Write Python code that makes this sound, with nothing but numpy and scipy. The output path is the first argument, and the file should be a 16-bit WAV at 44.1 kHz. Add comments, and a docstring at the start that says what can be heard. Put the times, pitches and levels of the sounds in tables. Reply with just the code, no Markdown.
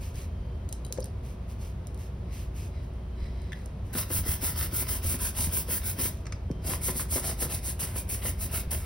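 """A leather shoe is polished at a work table in a small humming shop, close to a two-port microphone.
Fingers wipe a bristle brush, a glass pump bottle ticks and squirts once, and the water is wiped in.
Something hard slides and rings as the brush is fetched, and its wooden handle clacks. From 4 s the
brush sweeps to and fro, six or seven strokes a second, hissing on the leather and bumping the hollow
shoe. Near 6.5 s the shoe is set down and turned; a second bout works over the vamp and the toe cap."""
import sys
import numpy as np
from scipy import signal
from scipy.fft import rfft, irfft, next_fast_len
from scipy.io import wavfile
from scipy.ndimage import uniform_filter1d, map_coordinates

SR = 44100
rng = np.random.default_rng(int(sys.argv[2]) if len(sys.argv) > 2 else 0)


def materialize(psi):
    """Save the field psi as 16-bit PCM at rate SR to the path in sys.argv[1].

    A 1-D psi becomes a single channel; in a 2-D psi each row is a channel.
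    """
    bounded = np.clip(np.atleast_2d(psi).T, -1, 1)
    quanta = np.round(bounded * 32767).astype(np.int16)
    wavfile.write(sys.argv[1], SR, quanta)


N = 390285

# stereo width of the background and reverb, narrowed near 7 and 14 kHz: f/Hz, 0 wide to 1 mono
BACKGROUND_STEREO = [(180, 1), (380, 0.86), (700, 0.18), (1300, 0.4), (4400, 0.26), (6600, 0.58), (7000, 1),
                     (7600, 1), (9000, 0.9), (12000, 0.8), (13200, 0.6), (14000, 1), (15500, .7)]
# brush strokes, one sweep of the hand each: t/s, length/s, hiss level/dB, scrub re hiss/dB
STROKES = [(3.969, 0.053, -25.5, -13.5), (4.117, 0.087, -26, -15.5), (4.268, 0.09, -27.5, -13),
           (4.43, 0.082, -26, -15), (4.574, 0.09, -29, -11), (4.739, 0.092, -26.5, -16),
           (4.885, 0.092, -29, -13.5), (5.046, 0.11, -26.5, -15), (5.21, 0.087, -26, -15.5),
           (5.373, 0.1, -24, -17.5), (5.529, 0.087, -26, -16), (5.701, 0.085, -26.5, -16),
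           (5.848, 0.076, -28.5, -15), (5.999, 0.088, -25, -16), (6.665, 0.098, -27.5, -12.5),
           (6.836, 0.077, -23.5, -21), (6.963, 0.063, -24.5, -18), (7.12, 0.078, -22.5, -19.5),
           (7.242, 0.08, -26, -12.5), (7.409, 0.0393, -21, -19), (7.51, 0.063, -27.5, -13.5),
           (7.648, 0.072, -27.5, -17), (7.814, 0.037, -28, -18), (7.968, 0.032, -24, -17.5),
           (8.107, 0.055, -28.5, -19), (8.245, 0.061, -26.5, -12.5), (8.409, 0.054, -28.5, -16),
           (8.532, 0.071, -26.5, -13), (8.734, 0.017, -27.5, -12.5)]
# modes of the hollow shoe on its wooden tree: f/Hz, width/Hz, level/dB
SHOE_MODES = [(159.5, 120, 3.5), (251.5, 92, 0.5), (361, 79, -2), (515, 75, -2.5), (633, 126, -4.5)]


def amp(db):
    """Decibels to gain."""
    return 10 ** (np.asarray(db) / 20)


def unit(x):
    """x at rms 1."""
    return x / np.sqrt(np.mean(x ** 2) + 1e-20)


def clock(samples=N):
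    """The time of every sample, in seconds."""
    return np.arange(samples) / SR


def along(points, hz):
    """A curve through (f/Hz, value) points, read at hz on a log axis."""
    f, v = np.transpose(points)
    return np.interp(np.log(hz + 1), np.log(f + 1), v)


def wobble(rate):
    """A smooth random curve, rate knots a second."""
    knots = rng.standard_normal(int(N * rate / SR) + 4)
    return map_coordinates(knots, [np.arange(N) * rate / SR])


def filtered(x, response):
    """x through a complex frequency response."""
    size = next_fast_len(N + SR // 2)
    return irfft(rfft(x, size) * response(np.fft.rfftfreq(size, 1 / SR)), size)[..., :N]


def coloured(x, spectrum):
    """x through an EQ curve (f/Hz, level/dB), at rms 1."""
    return unit(filtered(x, lambda hz: amp(along(spectrum, hz))))


def resonate(x, modes):
    """x through a body's resonances (f/Hz, width/Hz, level/dB), alternating in polarity."""
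    return filtered(x, lambda f: sum(
        (-1) ** k * amp(db) * 1j * f * width / (hz * hz - f * f + 1j * f * width)
        for k, (hz, width, db) in enumerate(modes)))


def grains(rate, spread_db):
    """Two streams of tiny random flicks, rate a second, of scattered size."""
    hit = rng.random((2, N)) < rate / SR
    return unit(hit * rng.standard_normal((2, N)) * amp(spread_db * rng.standard_normal((2, N))))


def patchy(x, depth_db):
    """The colour of x drifts in patches as the contact point moves."""
    spectra = signal.stft(x, nperseg=1024)[2]
    patches = uniform_filter1d(rng.standard_normal(spectra.shape[1:]), size=5, axis=0)
    patches = unit(uniform_filter1d(patches, size=6, axis=1))
    return unit(signal.istft(spectra * amp(depth_db * patches), nperseg=1024)[1][:, :N])


def spread(pair, stereo):
    """Two signals mixed as mid and side, the stereo width set by frequency (0 wide to 1 mono)."""
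    angle = lambda hz: np.arccos(np.clip(along(stereo, hz), 0, 1)) / 2
    mid, side = filtered(pair, lambda hz: np.array([np.cos(angle(hz)), np.sin(angle(hz))]))
    return np.array([mid + side, mid - side])


def add(track, s, sound):
    """Lay a sound into a track at time s."""
    part = track[..., round(s * SR):][..., :sound.shape[-1]]
    part += sound[..., :part.shape[-1]]


def burst(t60):
    """An impact: two noises dying away together."""
    t = clock(SR // 2)
    return rng.standard_normal((2, len(t))) * amp(-60 * t / t60)


def sweep(t, start, length, rise, fall):
    """The speed of a rubbing movement, 0-1: it builds up, holds and eases off."""
    edge = lambda u: .5 + .5 * np.tanh(u / 2)
    return edge((t - start) / rise) * edge((start + length - t) / fall)


def ventilation(air_db=-37, swell_db=2):
    """A steady bed of rumbling air under a slightly unsteady hum."""
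    air_spectrum = [(20, -54), (30, -22), (40, -2), (60, -7), (80, 2), (120, -8), (200, -13.5), (300, -23),
                    (500, -24), (660, -24.5), (800, -31), (980, -30.5), (1500, -39), (3000, -43.5),
                    (5500, -51.5), (10000, -57), (15000, -59.5)]  # moving air: f/Hz, level/dB
    hum_tones = [(59.5, -40), (371.5, -60)]  # mains and fan: f/Hz, level/dB
    air = spread(coloured(rng.standard_normal((2, N)), air_spectrum), BACKGROUND_STEREO)
    hum = sum(amp(db) * np.sqrt(2) * np.sin(2 * np.pi * hz * clock() + 0.72 * wobble(5.6))
              for hz, db in hum_tones)
    return amp(air_db) * air + amp(swell_db * wobble(3.01)) * hum


def finger_wipes():
    """Fingertips flick over the bristles; each wipe starts briskly and trails off."""
    wipes = [(0.01, 0.085, -49), (0.148, 0.096, -49), (1.241, 0.089, -55.5), (1.493, 0.028, -50),
             (1.601, 0.094, -52.5), (1.987, 0.079, -53.5), (2.323, 0.12, -50), (2.553, 0.12, -51),
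             (2.822, .04, -62), (3.544, 0.11, -62.5), (3.85, 0.078, -61), (6.115, 0.11, -59)]  # fingers wipe or shift: t/s, length/s, level/dB
    flick_spectrum = [(900, -12), (1600, -1), (2400, 9), (3500, 2.5), (5300, 4), (7000, 5.5), (9500, 3),
                      (12500, 2.5), (14500, 6), (15700, -2.5)]  # fingertips on wet bristles: f/Hz, level/dB
    level = sum(amp(db) * sweep(clock(), s, length, rise=0.0071, fall=0.019) for s, length, db in wipes)
    return level * coloured(grains(rate=11000, spread_db=-2.0), flick_spectrum)


def whistles():
    """Thin, slightly wavering tones come and go in the background."""
    tones = [(.27, .38, -68, 3128), (.38, .2, -74, 4689), (2.97, .53, -69.5, 3128), (6.48, .16, -63, 3128)]  # faint high whistles: t/s, length/s, level/dB, f/Hz
    t = clock()
    return sum(amp(db) * sweep(t, s, length, rise=.015, fall=.015)
               * np.sin(2 * np.pi * hz * t + 0.56 * wobble(40)) for s, length, db, hz in tones)


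def bottle_ticks(crack_db=-2, chatter_db=-22):
    """Glass and metal are handled: a dry bright crack, a short chatter and a thin glassy ring."""
    touches = [(0.69, -30, -55), (0.7264, -20, -50), (.849, -34, -50), (.8656, -35, -76),
               (0.9248, -16.5, -50), (0.999, -38, -56), (1.004, -30, -55), (1.043, -26.5, -62),
               (1.057, -32, -59), (1.8705, -31.5, -63), (1.945, -37, -65), (1.9753, -40, -66),
               (2.782, -56, -73), (2.937, -50, -71), (3.4185, -43, -70), (3.659, -33, -77),
               (6.513, -39, -78)]  # hard little contacts: t/s, crack level/dB, ring level/dB
    glass_modes = [(3080, -13, .15), (3965, -3, .06), (4700, -8, .07), (6745, -7, .09), (8780, -16, .08),
                   (9490, -1, .16), (9948, -14, .1), (11700, -11, .07)]  # bottle and steel cap, damped by the hand: f/Hz, level/dB, t60/s
    crack_modes = [(4300, 1330, -1), (5150, 1400, 2), (8400, 4300, 1), (15400, 880, -8)]
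    cracks, rings, t = np.zeros((2, N)), np.zeros(N), clock(SR // 2)
    for s, db, ring_db in touches:
        crack, chatter = burst(t60=.01), burst(t60=.12)
        add(cracks, s, amp(db + crack_db) * (crack + amp(chatter_db) * chatter))
        # every touch excites the modes at new strengths and detunes them a little
        ring = sum(amp(level + rng.normal(0, 2) - 60 * t / t60)
                   * np.sin(2 * np.pi * hz * rng.normal(1, .003) * t) for hz, level, t60 in glass_modes)
        add(rings, s, amp(ring_db) * ring)
    rattle = unit(1 + .45 * wobble(260))  # the fingers break up the ring
    return rattle * rings + resonate(cracks, crack_modes)


def knocks(clack_gain_db=9):
    """Bottle and shoe knock and the table is jolted: a woody clack over a short hollow thud."""
    hits = [(.907, -34, 520, -63), (0.975, -38, 524, -44.5), (.985, -20, 516, -59), (1.056, -41, 520, -70),
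            (3.225, -27, 65, -80), (4.192, -26.5, 84, -73), (4.29, -24, 75, -78), (5.053, -25, 80, -71),
            (5.472, -24, 89.5, -72), (6.255, -48, 553, -47), (6.267, -30, 110, -40.5),
            (6.323, -32, 81.5, -35.5), (6.513, -40, 384, -51), (8.675, -25, 71, -79)]  # blunt contacts: t/s, thud level/dB, thud f/Hz, clack level/dB
    partials = [(1, 0, 1), (.8, -5, .55), (1.58, -12, .5)]  # the thud through the table: pitch ratio, level/dB, share of decay time
    wood_modes = [(1270, 290, 4), (2350, 480, 3), (3400, 470, -7), (5640, 2300, 1), (7800, 3600, -5.5)]  # struck wood and sole: f/Hz, width/Hz, level/dB
    thuds, clacks, t = np.zeros(N), np.zeros((2, N)), clock(SR // 2)
    for s, thud_db, hz, clack_db in hits:
        t60 = 0.046 * (500 / hz) ** 0.9  # lower thuds last longer
        ring = sum(amp(level - 60 * t / (share * t60)) * np.sin(2 * np.pi * ratio * hz * t)
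                   for ratio, level, share in partials)
        add(thuds, s, amp(thud_db) * (1 - np.exp(-t / 0.001)) * ring)
        add(clacks, s, amp(clack_db + clack_gain_db) * burst(t60=0.034))
    return thuds + resonate(clacks, wood_modes)


def pump_squirt():
    """Water squeaks through the pump's narrow valve."""
    squirt = [(1.028, -42.5, 5200, 0.005)]  # one press of the pump: t/s, level/dB, f/Hz, half length/s
    t = clock()
    return sum(amp(db) * np.exp(-((t - s) / half) ** 2) * np.sin(2 * np.pi * hz * t + 2 * wobble(700))
               for s, db, hz, half in squirt)


def ringing_slides():
    """Something hard slides softly; the light friction sets a few narrow resonances singing."""
    slides = [(2.294, 0.072, -56), (2.748, 0.065, -57), (3.187, .1, -54), (3.328, 0.31, -61.5)]  # movements as the brush is fetched: t/s, length/s, level/dB
    ring_modes = [(2060, 310, 1.5), (3400, 310, -8), (3960, 140, 0.5), (4930, 180, -2.5), (5450, 520, -9),
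                  (8240, 250, -7), (10500, 1600, -21)]  # the sliding object: f/Hz, width/Hz, level/dB
    level = sum(amp(db) * sweep(clock(), s, length, rise=0.02, fall=.025) for s, length, db in slides)
    return level * unit(resonate(grains(rate=4400, spread_db=1.0), ring_modes))


def handle_taps(clack_gain_db=9):
    """The hard wooden brush handle gives a short, dry clack as it is picked up."""
    taps = [(3.5203, -37), (3.5265, -42), (3.5303, -34)]  # contacts of the handle: t/s, level/dB
    handle_modes = [(1450, 250, -7), (1927, 220, 7), (2756, 350, -4), (3400, 450, 0), (3801, 300, -4),
                    (5500, 2500, -15)]  # its wood: f/Hz, width/Hz, level/dB
    cracks = np.zeros((2, N))
    for s, db in taps:
        add(cracks, s, amp(db + clack_gain_db) * burst(t60=.025))
    return resonate(cracks, handle_modes)


def bristle_contact(rise_s=0.0099, fall_s=0.012, grip_power=0.55, landing_scrub_db=-14.5):
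    """Envelopes of the bristles' hiss and drag; all strokes and landings add in power."""
    landings = [(3.927, -35), (7.792, -24.5), (8.088, -28), (8.706, -26)]  # the lifted brush comes down, already moving: t/s, hiss level/dB
    t = clock(SR)
    hiss, drag = np.zeros((2, N))
    for s, length, db, scrub_db in STROKES:
        # half a second of pre-roll leaves room for the swell
        speed = sweep(t, 0.4975, length, rise_s, fall_s)
        add(hiss, s - .5, (amp(db) * speed) ** 2)
        # the bristles press and drag before they reach full speed
        pressure = sweep(t + 0.69 * rise_s, 0.4975, length, rise_s, fall_s) ** grip_power
        add(drag, s - .5, (amp(db + scrub_db) * pressure) ** 2)
    splay = (1 - np.exp(-t / 0.005)) * amp(-60 * t / 0.4)  # landing bristles splay, then settle
    for s, db in landings:
        add(hiss, s, (amp(db) * splay) ** 2)
        add(drag, s, (amp(db + landing_scrub_db) * splay ** grip_power) ** 2)
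    return np.sqrt([hiss, drag])


def leather(x, drift_db):
    """x through the upper: each resonance follows the part being brushed, and waxes and wanes."""
    # the leather upper: f/Hz, width/Hz, level/dB on the side, on the vamp, on the toe cap
    upper_modes = [(648, 52, -3.5, 0, -1.5), (788, 59, -4.5, -2.5, -3), (982, 64, 2, -0.5, -1),
                   (1102, 97, -2, -4, -3.5), (1333, 206, -2, -5, -5), (1570, 220, -1, -5, -4),
                   (1970, 340, -2.5, -4, -3.5), (2320, 280, -1.5, -3, -1.5), (2680, 360, -3.5, -5.5, -3),
                   (3300, 340, -3, -8.5, -8), (3650, 500, -5.5, -8.5, -9), (5400, 850, -5.5, -8.5, -11.5)]
    route_s = [6.2, 6.6, 7.6, 7.75]  # the brush leaves the side, works the vamp, reaches the toe
    out = np.zeros((2, N))
    for k, (hz, width, side, vamp, toe) in enumerate(upper_modes):
        level_db = np.interp(clock(), route_s, [side, vamp, vamp, toe])
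        out += (-1) ** k * amp(level_db + drift_db * wobble(11)) * resonate(x, [(hz, width, 0)])
    return out


def brush_strokes(hiss_db=-1, scrub_db=-2, hollow_db=-7, shake_db=1):
    """Bristle tips flick over the grain; their drag sounds the leather and the hollow shoe."""
    bristle_spectrum = [(1000, -35), (3000, -17), (4200, -13), (5300, -10), (6300, -7.5), (7200, -5.5),
                        (8200, -2.5), (9400, 0), (12000, -.1), (15700, .4)]  # hiss of the tips: f/Hz, level/dB
    sheen_ride = [(4.1, 2.5), (4.9, 3.5), (5.4, -4.5), (5.58, 4), (6.1, 2), (6.7, -3.5), (7.8, -4),
                  (8.4, 0)]  # the finest hiss as the shoe is tilted and turned: t/s, level/dB
    hiss, drag = bristle_contact()
    tips = coloured(patchy(rng.standard_normal((2, N)), depth_db=.6), bristle_spectrum)
    # the angle of the brush decides how much of the finest hiss comes through
    sheen = filtered(tips, lambda hz: along([(11000, 0), (13800, 1)], hz))
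    sheen_gain = amp(np.interp(clock(), *np.transpose(sheen_ride)))
    swish = hiss * (tips - sheen + sheen_gain * sheen)
    rasp = patchy(leather(grains(rate=3000, spread_db=3.2), drift_db=1.5), depth_db=2.1)
    tufts = amp(1.06 * wobble(130))  # bristles catch and let go in tufts
    hollow = unit(resonate(grains(rate=1500, spread_db=1), SHOE_MODES))
    # each stroke also shakes the whole shoe against the hand and table
    shake_spectrum = [(40, -40), (70, 6.5), (95, 5.5), (130, -38), (250, -52), (1000, -87)]
    shake = coloured(rng.standard_normal((2, N)), shake_spectrum)
    body = drag * (amp(hollow_db) * hollow + amp(shake_db) * shake)
    return tufts * (amp(hiss_db) * swish + amp(scrub_db) * drag * rasp) + body


def brush_bumps(thump_db=-2, slap_db=5, coarse_db=3, thump_focus_db=6, slap_focus_db=2.5):
    """The brush bumps the shoe: the hollow rings briefly under a coarse slap of bristles."""
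    blows = [(3.951, -25, -1.5, 260), (4.103, -26.5, -3, 367), (4.262, -28, -17, 306), (4.428, -30, 1, 397),
             (4.729, -28.5, -12, 239), (4.82, -30.5, -1, 300), (5.048, -30.5, -17, 332),
             (5.141, -27, -7, 220), (5.394, -31, -19, 300), (5.47, -27, -6, 159), (5.684, -29.5, -10, 420),
             (5.985, -26, -5, 201), (5.999, -27.5, -5, 330), (6.053, -30, -19, 350),
             (6.646, -32.5, -10, 300), (6.688, -24, -10, 150), (6.704, -31, 0, 680), (6.72, -26, -11, 150),
             (6.731, -36.5, 5.5, 1020), (6.883, -25, 0, 450), (6.897, -26.5, -13, 199),
             (6.953, -28.5, -9, 189), (6.994, -35, 6.5, 1410), (7.158, -25, 1, 400),
             (7.172, -25.5, -2, 260), (7.241, -31.5, -2, 400), (7.29, -37, 5, 1000), (7.423, -28, -.5, 440),
             (7.451, -28, -4, 400), (7.829, -31.5, -14, 190), (7.957, -30, -5, 380),
             (8.251, -34.5, 1.5, 480), (8.535, -32.5, -19, 500), (8.63, -47, 6, 500),
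             (8.725, -32.5, -6, 357)]  # brush against shoe: t/s, level/dB, relative slap level/dB, favoured f/Hz
    slap_modes = [(500, 140, 0), (1023, 180, 3.5), (1380, 350, 0), (2020, 500, 0.5), (3800, 1900, -7)]  # bristles slapping the hollow upper: f/Hz, width/Hz, level/dB
    thumps, slaps, t = np.zeros(N), np.zeros((len(slap_modes), 2, N)), clock(SR // 2)
    # every stroke also lands one light blow somewhere on its way
    nudges = [(s + length * rng.random(), -36, -13, 300) for s, length, *_ in STROKES]
    for s, db, slap_rel_db, spot_hz in blows + nudges:
        tuning = 2 ** (0.089 * rng.standard_normal())  # the grip shifts the modes from blow to blow
        ring = np.zeros(len(t))
        for hz, width, level in SHOE_MODES:
            # each spot favours a pitch; a mode an octave away is weaker by the focus
            mode_db = level - thump_focus_db * np.log2(hz / spot_hz) ** 2 + rng.normal(0, 1.4)
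            decay = np.exp(-np.pi * width * t / 2)
            ring += amp(mode_db) * decay * np.sin(2 * np.pi * (tuning * hz * t + rng.random()))
        add(thumps, s, amp(db + thump_db) * (1 - np.exp(-t / 0.0021)) * ring)
        slap = amp(db + slap_rel_db + slap_db) * burst(t60=0.125)
        for track, (hz, *_) in zip(slaps, slap_modes):
            add(track, s, amp(-slap_focus_db * abs(np.log2(hz / spot_hz))) * slap)
    tufts = unit(amp(coarse_db * wobble(600)))  # the bristles hit in separate tufts
    return thumps + sum((-1) ** k * resonate(tufts * slaps[k], [mode])
                        for k, mode in enumerate(slap_modes))


def shoe_set_down(start_s=6.5, peak_db=-24, edge_hz=900.5, flat_hz=110, flatten_s=0.0044, load_s=.0085):
    """The edge of the sole lands first, then its whole face: one compact knock of falling pitch."""
    t = np.maximum(clock() - start_s, 0)
    pitch = flat_hz + (edge_hz - flat_hz) * np.exp(-t / flatten_s)
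    load = (t / load_s * np.exp(1 - t / load_s)) ** 2  # the weight arrives on the table
    return amp(peak_db) * load * np.sin(2 * np.pi * np.cumsum(pitch) / SR)


def shop_reverb(x):
    """The small shop's short, diffuse tail, the highs dying first."""
    decay_times = [(200, 0.63), (2000, 0.39), (12000, 0.22)]  # the shop's reverberation: f/Hz, t60/s
    return_eq = [(400, 4.4), (1500, 6.4), (5000, 7.2), (8000, 3.7)]  # f/Hz, level/dB
    hz, t, spectra = signal.stft(rng.standard_normal((2, SR // 2)), SR, nperseg=256)
    decay = amp(-60 * t / along(decay_times, hz)[:, None])
    tail = signal.istft(spectra * decay, SR, nperseg=256)[1]
    wet = signal.fftconvolve(x, tail / np.linalg.norm(tail[0]), axes=1)[:, :N]
    return spread(filtered(wet, lambda f: amp(along(return_eq, f))), BACKGROUND_STEREO)


def scene(reverb_send_db=-15):
    """Close sounds on the table, the shop's reverb and the ventilation bed."""
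    # stereo width of the close sounds, narrowed near 7 kHz: f/Hz, 0 wide to 1 mono
    close_stereo = [(120, 1), (250, 1), (500, 0.83), (850, 0.54), (1800, 1), (2800, 0.43), (4500, 0.8),
                    (5300, 0.85), (6900, 1), (7600, 1), (9000, 0.76), (12000, 0.95), (13500, 0.89),
                    (15500, 0.96)]
    polishing = brush_strokes() + brush_bumps()
    handling = bottle_ticks() + knocks() + handle_taps() + ringing_slides() + finger_wipes()
    centred = shoe_set_down() + pump_squirt() + whistles()
    near = spread(polishing + handling, close_stereo) + centred
    return near + amp(reverb_send_db) * shop_reverb(near) + ventilation()


def record(dry):
    """The two-port microphone: the left leads in the treble, and the top end falls away steeply."""
    port_phase = [(100, 0), (5400, .1), (6000, 1.6), (6600, 2.75), (7000, 3.1), (7500, 3.2), (8000, 3.7),
                  (9000, 5), (10400, 6.28), (12000, 8.1), (13200, 9.3), (13800, 9.55), (14500, 10.3),
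                  (15700, 11.5)]  # phase between the ports: f/Hz, lead of the left/rad
    top_hz = 15700
    ports = lambda hz: np.exp(.5j * np.outer([1, -1], along(port_phase, hz)))
    high_cut = lambda hz: amp(-60 * np.clip((hz - top_hz) / 500, 0, 2) ** 2)
    return filtered(dry, lambda hz: ports(hz) * high_cut(hz))


dry = scene()
out = record(dry)
materialize(out)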